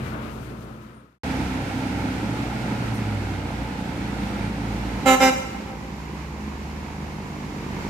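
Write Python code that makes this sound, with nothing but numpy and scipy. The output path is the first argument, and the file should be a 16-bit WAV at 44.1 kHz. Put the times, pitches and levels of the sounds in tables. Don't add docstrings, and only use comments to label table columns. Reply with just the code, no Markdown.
import sys
import numpy as np
from scipy import signal
from scipy.fft import rfft, irfft, next_fast_len
from scipy.io import wavfile

SR = 44100
rng = np.random.default_rng(int(sys.argv[2]) if len(sys.argv) > 2 else 0)


def wav_record(signal):
    frames = np.transpose(np.atleast_2d(signal))
    bounded = np.clip(frames, -1, 1)
    quanta = np.round(bounded * 32767).astype(np.int16)
    wavfile.write(sys.argv[1], SR, quanta)


def attenuation_scalar(level_db):
    decades = np.asarray(level_db, float) / 20
    return 10 ** decades


N = 347949
T = np.arange(N) / SR
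CUT_S = 1.234
DUCK_S = 5.05


def rms_one(x):
    return x / np.sqrt(np.mean(x ** 2) + 1e-20)


def in_time(rows):
    s, *columns = np.transpose(rows)
    return [np.interp(T, s, c) for c in columns]


def sounding(rows, fade_s=0.022):
    inside_s = np.minimum(T - rows[0][0], rows[-1][0] - T)
    return np.clip(inside_s / fade_s + 1, 0, 1)


def at_hz(points, hz):
    point_hz, value = np.array(points).T
    return np.interp(np.log(hz + 1), np.log(point_hz), value)


def drift(rate):
    r = np.exp(-80 * np.pi * rate / SR)
    slow = signal.lfilter([1], [1, -2 * r, r * r], rng.standard_normal(N // 40 + 2002))[2000:]
    return np.interp(np.arange(N) / 40, np.arange(len(slow)), rms_one(slow))


def resonance(x, hz, width_hz):
    r = np.exp(-np.pi * width_hz / SR)
    feedback = [1, -2 * r * np.cos(2 * np.pi * hz / SR), r * r]
    return signal.lfilter([(1 - r * r) / 2, 0, (r * r - 1) / 2], feedback, x)


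def low_pass(x, order, hz):
    return signal.sosfilt(signal.butter(order, hz, fs=SR, output="sos"), x)


def high_pass(x, order, hz):
    return signal.sosfilt(signal.butter(order, hz, "high", fs=SR, output="sos"), x)


def tones(hz, orders, waver_db):
    turns = np.cumsum(hz) / SR
    out = 0
    for multiple, db in orders:
        gain = attenuation_scalar(db + waver_db * drift(3.9)) * np.sqrt(2)
        out = out + gain * np.sin(2 * np.pi * (multiple * turns + rng.random()))
    return out


def engine(rows, orders, waver_db):
    hz, tone_db = in_time(rows)
    return sounding(rows) * attenuation_scalar(tone_db) * tones(hz, orders, waver_db)


def roar(levels, colours, far_share, lean, lag_s, lag_from_hz, throb, patchy_db):
    # hz, likeness (0-1)
    likeness = [(100, 0.98), (330, 0.85), (500, 0.59), (800, 0.77), (1100, 0.08), (2500, 0.35), (5000, 0),
                (15000, 0)]
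    size = next_fast_len(N)
    hz = np.fft.rfftfreq(size, 1 / SR)
    shared, left, right = rfft(rng.standard_normal((3, size)))
    alike = np.clip(at_hz(likeness, hz), 0, 1)
    late = np.exp(-2j * np.pi * hz * lag_s * np.clip(hz / lag_from_hz - .8, 0, .4) / 0.43)
    pair = np.sqrt(alike) * shared * np.array([np.ones_like(late), late])
    pair = pair + np.sqrt(1 - alike) * np.array([left, right])
    pair = pair * attenuation_scalar(np.outer([.5, -.5], at_hz(lean, hz)))
    level_db, rumble_db, hiss_db = levels
    # low_hz, high_hz, range_hz whose power sets the level, level_db
    bands = [(20, 487, (174, 470), rumble_db), (485, 1010, (830, 4200), 0),
             (1500, 3500, (500, 3000), 0), (3500, 20000, (4000, 15000), hiss_db)]
    out = 0
    for low, high, gauge, rel_db in bands:
        band = np.sqrt(1 / (1 + (low / (hz + 1)) ** 8) - 1 / (1 + (high / (hz + 1)) ** 8))
        gain = attenuation_scalar(level_db + rel_db + patchy_db * drift(6))
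        gain = gain * (1 + throb * (low <= 485))
        for colour, share in zip(colours, [1 - far_share, far_share]):
            shape = attenuation_scalar(at_hz(colour, hz))
            inside = (hz > gauge[0]) & (hz < gauge[1])
            gauged = np.sqrt(2 * np.sum(shape[inside] ** 2) / size)
            out = out + gain * np.sqrt(share) * irfft(pair * band * shape / gauged, size)[:, :N]
    return out


def first_view():
    # hz, level_db (per Hz)
    first_colour = [(35, -14), (60, -20), (120, -11.5), (250, -10.5), (410, -17), (730, -20.5),
                    (1000, -16.5), (1400, -16.5), (1750, -24), (2500, -30), (3300, -37), (8000, -51),
                    (15800, -61)]
    # hz, difference_db
    first_lean = [(60, 8), (180, 1), (550, -1), (1650, 6.5), (4970, 21.5), (15000, 44.5)]
    # start_s, firing_hz, level_db
    van = [
        (0, 44.3, -39),
        (1.2, 43.3, -39),
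    ]
    car = [
        (0, 62, -41),
        (.2, 60.5, -40),
        (.45, 56.5, -39),
        (.75, 59, -40),
        (1.2, 63.5, -41),
    ]
    # multiple, level_db
    van_orders = [(2, -7), (3.001, -5), (4, -14), (4.998, 0.5), (6.671, -8.5)]
    car_orders = [(1, 0.2), (2, 1.8)]
    fade_end_s, fade_gate_s, draw_away_db_per_s = 1.195, 1.183, 2
    out = roar((-40, 3.5, -23), [first_colour], 0, first_lean, 0.00034, 200, 0, patchy_db=1.9)
    out += engine(van, van_orders, waver_db=3.5) + engine(car, car_orders, waver_db=1.0)
    tyres = rms_one(resonance(rng.standard_normal((2, N)), hz=1280, width_hz=170))
    tyres = tyres * attenuation_scalar([[3.0], [-3.0]])
    out += attenuation_scalar(-53.5 + 12 * np.minimum(T, fade_end_s)) * tyres
    fade = np.clip(1 - T / fade_end_s, 0, 1) * attenuation_scalar(-draw_away_db_per_s * T)
    return out * fade * (T < fade_gate_s)


def bend_traffic(far_share, firing_throb):
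    # hz, level_db (per Hz)
    near_colour = [(60, -12), (140, -7.5), (300, -10.5), (400, -18.5), (520, -16), (620, -19.5),
                   (860, -11.5), (1130, -21), (1350, -13.5), (1780, -21), (2200, -20), (3070, -30.5),
                   (7400, -41), (14500, -51)]
    far_colour = [(60, -14.5), (140, -7.5), (290, -8.5), (440, -15), (610, -18.5), (930, -8), (1290, -13),
                  (1700, -17), (2150, -18), (3400, -36), (7200, -42.5), (8200, -49), (15800, -54)]
    # hz, difference_db
    bend_lean = [(60, -1), (120, -1), (240, -2.5), (480, -0.5), (950, -2.5), (1890, -3.5), (3770, -2.5),
                 (7520, -2.5), (15000, 0)]
    # start_s, level_db
    traffic = [
        (1.24, -34),
        (1.6, -35.5),
        (2.9, -36),
        (3.4, -38),
        (4.0, -38),
        (4.4, -36),
        (4.7, -39.5),
        (5.05, -39.5),
    ]
    rumble_db = [0.54, 3.5]
    hiss_db = [-12, -9]
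    levels = (in_time(traffic)[0],
              np.interp(far_share, [0, 1], rumble_db), np.interp(far_share, [0, 1], hiss_db))
    throb = (.18 + .2 * far_share) * firing_throb
    return roar(levels, [near_colour, far_colour], far_share, bend_lean, 0.00041, 1170, throb, patchy_db=.5)


def other_engines():
    # start_s, firing_hz, level_db
    climbing = [
        (4.9, 62, -41),
        (5.7, 63.3, -37),
        (6.7, 72.5, -34),
        (7.2, 76.5, -42),
        (7.89, 81, -42),
    ]
    revving = [
        (1.24, 86, -41),
        (1.65, 99, -38),
        (1.97, 102.5, -37),
        (2.25, 112, -33.5),
        (2.5, 124.5, -35.5),
        (2.65, 124.5, -33),
        (3.17, 102.5, -27),
        (3.47, 89.5, -37.5),
        (4.05, 77, -45),
    ]
    revving_again = [
        (4.1, 97, -48),
        (4.33, 108.5, -35.5),
        (4.75, 110, -35.5),
        (5.0, 116, -37),
        (5.2, 119, -44),
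    ]
    # multiple, level_db
    rev_orders = [(1, 0), (2, -22)]
    climb_orders = [(1, 1), (2, -21), (3, -7)]
    out = engine(climbing, climb_orders, waver_db=1.5)
    out += engine(revving, rev_orders, waver_db=.7)
    return out + engine(revving_again, rev_orders, waver_db=1.0)


def engine_booms():
    # start_s, pitch_hz, level_db
    boom = [(2.2, 213, -46), (2.5, 211.5, -39), (4.0, 206.5, -41), (4.5, 199, -40), (4.9, 197, -40),
            (5.1, 195, -44)]
    close_boom = [(1.24, 265, -35), (2.0, 259, -37), (2.7, 250, -39), (2.95, 248, -48)]
    return engine(boom, [(1, 0), (1.045, -6)], waver_db=3.0) + engine(close_boom, [(1, 0)], waver_db=2.0)


def far_boom():
    # start_s, pitch_hz, level_db
    rolling_off = [(5.7, 158, -48), (6.1, 156.5, -42), (6.7, 153.5, -42), (7.5, 149, -41), (7.89, 148, -42)]
    return engine(rolling_off, [(1, 0)], waver_db=2.0)


def small_sounds():
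    # start_s, length_s, pitch_hz, level_db
    squeaks = [
        (.925, .11, 9250, -72),
        (1.85, .065, 9250, -62),
        (2.94, .055, 8750, -58),
        (2.94, .04, 9600, -63),
        (2.94, .044, 10400, -64),
        (2.94, .03, 11200, -63),
        (2.94, .04, 12800, -67),
        (2.95, .05, 5900, -55),
        (4.42, .06, 8950, -62),
        (2.755, .4, 1350, -49),
    ]
    # start_s, peak_db
    ticks = [
        (2.409, -25),
        (3.649, -45),
        (6.524, -28),
        (6.934, -29.5),
    ]
    puff_s, puff_decay_s, puff_db = 2.94, .04, -54
    out = np.zeros(N)
    for s, length_s, hz, db in squeaks:
        i, size = int(s * SR), int(length_s * SR)
        swell = 1 - np.abs(np.linspace(-1, 1, size)) ** 3
        ringing = rms_one(resonance(rng.standard_normal(SR // 2), hz, 70))[-size:]
        out[i:i + size] += attenuation_scalar(db) * swell * ringing
    puff = (T > puff_s) * np.exp(-np.abs(T - puff_s) / puff_decay_s)
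    out += attenuation_scalar(puff_db) * puff * np.diff(rng.standard_normal(N + 1))
    clicks = np.zeros(N) + 1e-18
    for s, peak_db in ticks:
        clicks[round(s * SR)] = attenuation_scalar(peak_db + 30)
    return out + resonance(resonance(clicks, 900, 600), 900, 600)


def truck(far_share):
    # start_s, firing_hz
    speed = [
        (1.24, 65),
        (1.95, 63.7),
        (3.15, 60.2),
        (4.35, 57.6),
        (5.55, 53.3),
        (6.75, 51),
        (7.89, 49.2),
    ]
    # multiple, level_db
    firing_orders = [(1, -6), (2, -15.5), (3, -18.5)]
    cylinders_db = [5, -7, 2, -3, 4, -10]
    # start_s, level_db
    effort = [(1.24, -32.5), (1.6, -34), (2, -31.5), (2.6, -31.5), (2.9, -30.5), (3.8, -30), (4.3, -31),
              (4.7, -28.5), (5.04, -32), (5.6, -34.5), (6.1, -35.5), (6.6, -36.5), (7.1, -35), (7.89, -33)]
    # pitch_hz, width_hz
    pipes = [(148, 30), (205, 44), (268, 55)]
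    pipe_level_db = [-5, -1.5, -0.5]
    pipe_loss = [3.5, 0.46, 2.35]
    lift_s, lift_length_s = 2.74, .24
    hz, effort_db = in_time(speed)[0], in_time(effort)[0]
    uneven = np.interp(far_share, [0, 1], [0.86, 0.49])
    engaged = np.clip(2 * np.abs(T - lift_s) / lift_length_s, 0, 1)
    count = np.cumsum(hz * (1 + .006 * drift(2.5))) / SR
    fired = np.flatnonzero(np.diff(np.floor(count)))
    pattern_db = np.array(cylinders_db)[count[fired + 1].astype(int) % 6] * uneven[fired]
    blows = np.zeros(N)
    blows[fired] = attenuation_scalar(pattern_db + 1.3 * rng.standard_normal(len(fired)))
    blows[fired] -= .55 * uneven[fired] * np.mean(blows[fired])
    out = engaged * attenuation_scalar(effort_db) * tones(hz, firing_orders, waver_db=2.5)
    rolled_s = np.minimum(T, DUCK_S) - CUT_S
    for (pipe_hz, width_hz), db, loss in zip(pipes, pipe_level_db, pipe_loss):
        ringing = resonance(resonance(blows, pipe_hz, width_hz), pipe_hz, width_hz)
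        out += attenuation_scalar(effort_db + db - loss * rolled_s) * rms_one(ringing)
    return out, np.cos(2 * np.pi * count)


def toot_shape(open_s, peak_db, reed_hz):
    jump_s, jump_db, swell_s, sag_db_per_s = 0.011, -5.0, 0.036, 63
    drain_s, drain_db = 0.032, -20.5
    held_db = -sag_db_per_s * (open_s - swell_s)
    t = np.arange(int((open_s + 1.5 * drain_s) * SR)) / SR
    pressure_db = np.interp(t, [0, jump_s, swell_s, open_s, open_s + drain_s, open_s + 0.84 * drain_s],
                            [-32, jump_db, 0, held_db, held_db + drain_db, -45])
    hz = reed_hz + 3.0 * np.exp(-t / 0.013) - 26 * (t - swell_s)
    return hz, peak_db + pressure_db


def horn():
    # start_s, open_s, peak_db, reed_hz
    toots = [
        (5.05, 0.099, -15.5, 262.5),
        (5.194, 0.099, -16.5, 263.2),
    ]
    # multiple, level_db
    long_trumpet = [(1, -19), (2, -13), (3, -11.5), (4, -11.5), (5, -15.5), (6, -22), (7, -9.5), (8, -21),
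                    (9, -16), (10, -16.5), (14, -21.5), (20, -31.5), (30, -35), (40, -39), (56, -37)]
    # multiple, level_db
    short_fall = [(1, -1), (2, 1), (3, 2), (4, -10), (11, -15.5), (13, -29.5), (29, -24), (31, -33)]
    # multiple, first_toot_db, second_toot_db
    short_favoured = [(5, -5.5, -9), (6, -18, -9.5), (7, -21, -17), (8, -6.5, -6), (10, -15.5, -18),
                      (14, -21, -16.5), (15, -21.5, -17.5), (19, -36, -21), (20, -31, -14), (21, -38, -21),
                      (23, -16, -17), (27, -22, -21), (28, -16, -18), (29, -22, -25)]
    long_ratio = .7335
    out = np.zeros((2, N))
    long_orders = [(k, np.interp(k, *np.transpose(long_trumpet))) for k in range(1, 57)]
    for n, (s, open_s, peak_db, reed_hz) in enumerate(toots):
        favoured = {round(k): dbs[n] for k, *dbs in short_favoured}
        short_orders = [(k, favoured.get(k, np.interp(k, *np.transpose(short_fall)))) for k in range(1, 57)]
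        hz, pressure_db = toot_shape(open_s, peak_db, reed_hz)
        i = int(s * SR)
        j = i + len(hz)
        turns = np.cumsum(hz * (1 + 0.0008 * drift(35)[i:j])) / SR
        for ratio, trumpet in [(1, short_orders), (long_ratio, long_orders)]:
            for k, db in trumpet:
                high = np.clip(k * ratio * hz[0] / 1200 - .3, 0, 1)
                swell_db = (pressure_db + 23.5) * 0.071 * np.log2(k)
                waver = np.interp(np.linspace(0, 7, j - i), np.arange(8), rng.standard_normal(8))
                level_db = pressure_db + db + swell_db + 3 * high * waver
                apart_rad, apart_db = high * rng.uniform(-1.7, 1, 2) * [1.6, 3.5]
                phase = 2 * np.pi * k * (ratio * turns + 0.0312 * np.sqrt(k))
                phase = phase + (k * ratio > 12) * rng.uniform(0, 3.7) + np.outer([.5, -.5], apart_rad)
                out[:, i:j] += attenuation_scalar(level_db + np.outer([.5, -.5], apart_db)) * np.sin(phase)
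        air = signal.lfilter([.6], [1, -.5], rng.standard_normal((2, j - i)))
        out[:, i:j] += attenuation_scalar(pressure_db - 26) * air
    return out


def hillside(x):
    # delay_s, level_db, dull_above_hz
    slopes = [
        (.155, -28, 4000),
        (.3, -27, 3000),
        (.46, -30, 2600),
        (.61, -30, 2530),
    ]
    woods_db, woods_t60_s, woods_cut_hz = -9, 0.77, 20800
    length = int(1.2 * SR)
    fading = attenuation_scalar(-60 * np.arange(length) / SR / woods_t60_s)
    onset = np.clip(np.arange(length) / (0.012 * SR), 0, 1)
    scatter = low_pass(rng.standard_normal((2, length)) * fading * onset, 1, woods_cut_hz)
    scatter[1] += low_pass(scatter[0] - scatter[1], 2, 700)
    answer = attenuation_scalar(woods_db) * scatter / np.sqrt(np.sum(scatter ** 2, axis=1, keepdims=True))
    out = signal.fftconvolve(x[None], answer, axes=1)[:, :N]
    out += 1.03 * high_pass(out, 1, 2500)
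    swaying = T + .00012 * drift(18)
    out = np.array([np.interp(swaying, T, side) for side in out])
    for delay_s, db, cut_hz in slopes:
        dull = attenuation_scalar(db) * low_pass(x, 2, cut_hz)
        out += [np.roll(dull, int(delay_s * SR) + lag) for lag in rng.integers(0, 30, 2)]
    return out


def gain_control():
    attack_s, duck_db, hold_s = 0.067, -5, 2.44
    creep_db_per_s, release_db_per_s = 0.76, 9
    since = T - DUCK_S
    back_db = creep_db_per_s * since + release_db_per_s * np.maximum(since - hold_s, 0)
    return attenuation_scalar(np.clip(since / attack_s, 0, 1) * np.minimum(duck_db + back_db, 0))


def scene():
    far_share = np.clip((T - 4.6) / 1.12, 0, 1)
    braking, firing_throb = truck(far_share)
    engines = braking + other_engines() + engine_booms()
    bend = bend_traffic(far_share, firing_throb) + engines * attenuation_scalar([[-.7], [.7]])
    bend = bend * gain_control()
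    toots = horn()
    bend += toots * attenuation_scalar([[-1.6], [1.4]]) + hillside(toots.mean(axis=0))
    bend += far_boom()
    return first_view() + bend * (T > CUT_S) + small_sounds()


def band_limit(x):
    return signal.sosfilt(signal.butter(12, 16130, fs=SR, output="sos"), x)


def record(dry):
    thin = high_pass(dry, 4, 46)
    rounded = 2 * np.tanh(thin / 2)
    top_cut = signal.cheby2(12, 70, 15850 + 800, fs=SR, output="sos")
    mix = signal.sosfilt(top_cut, rounded)
    return band_limit(mix)


dry = scene()
out = record(dry)
wav_record(out)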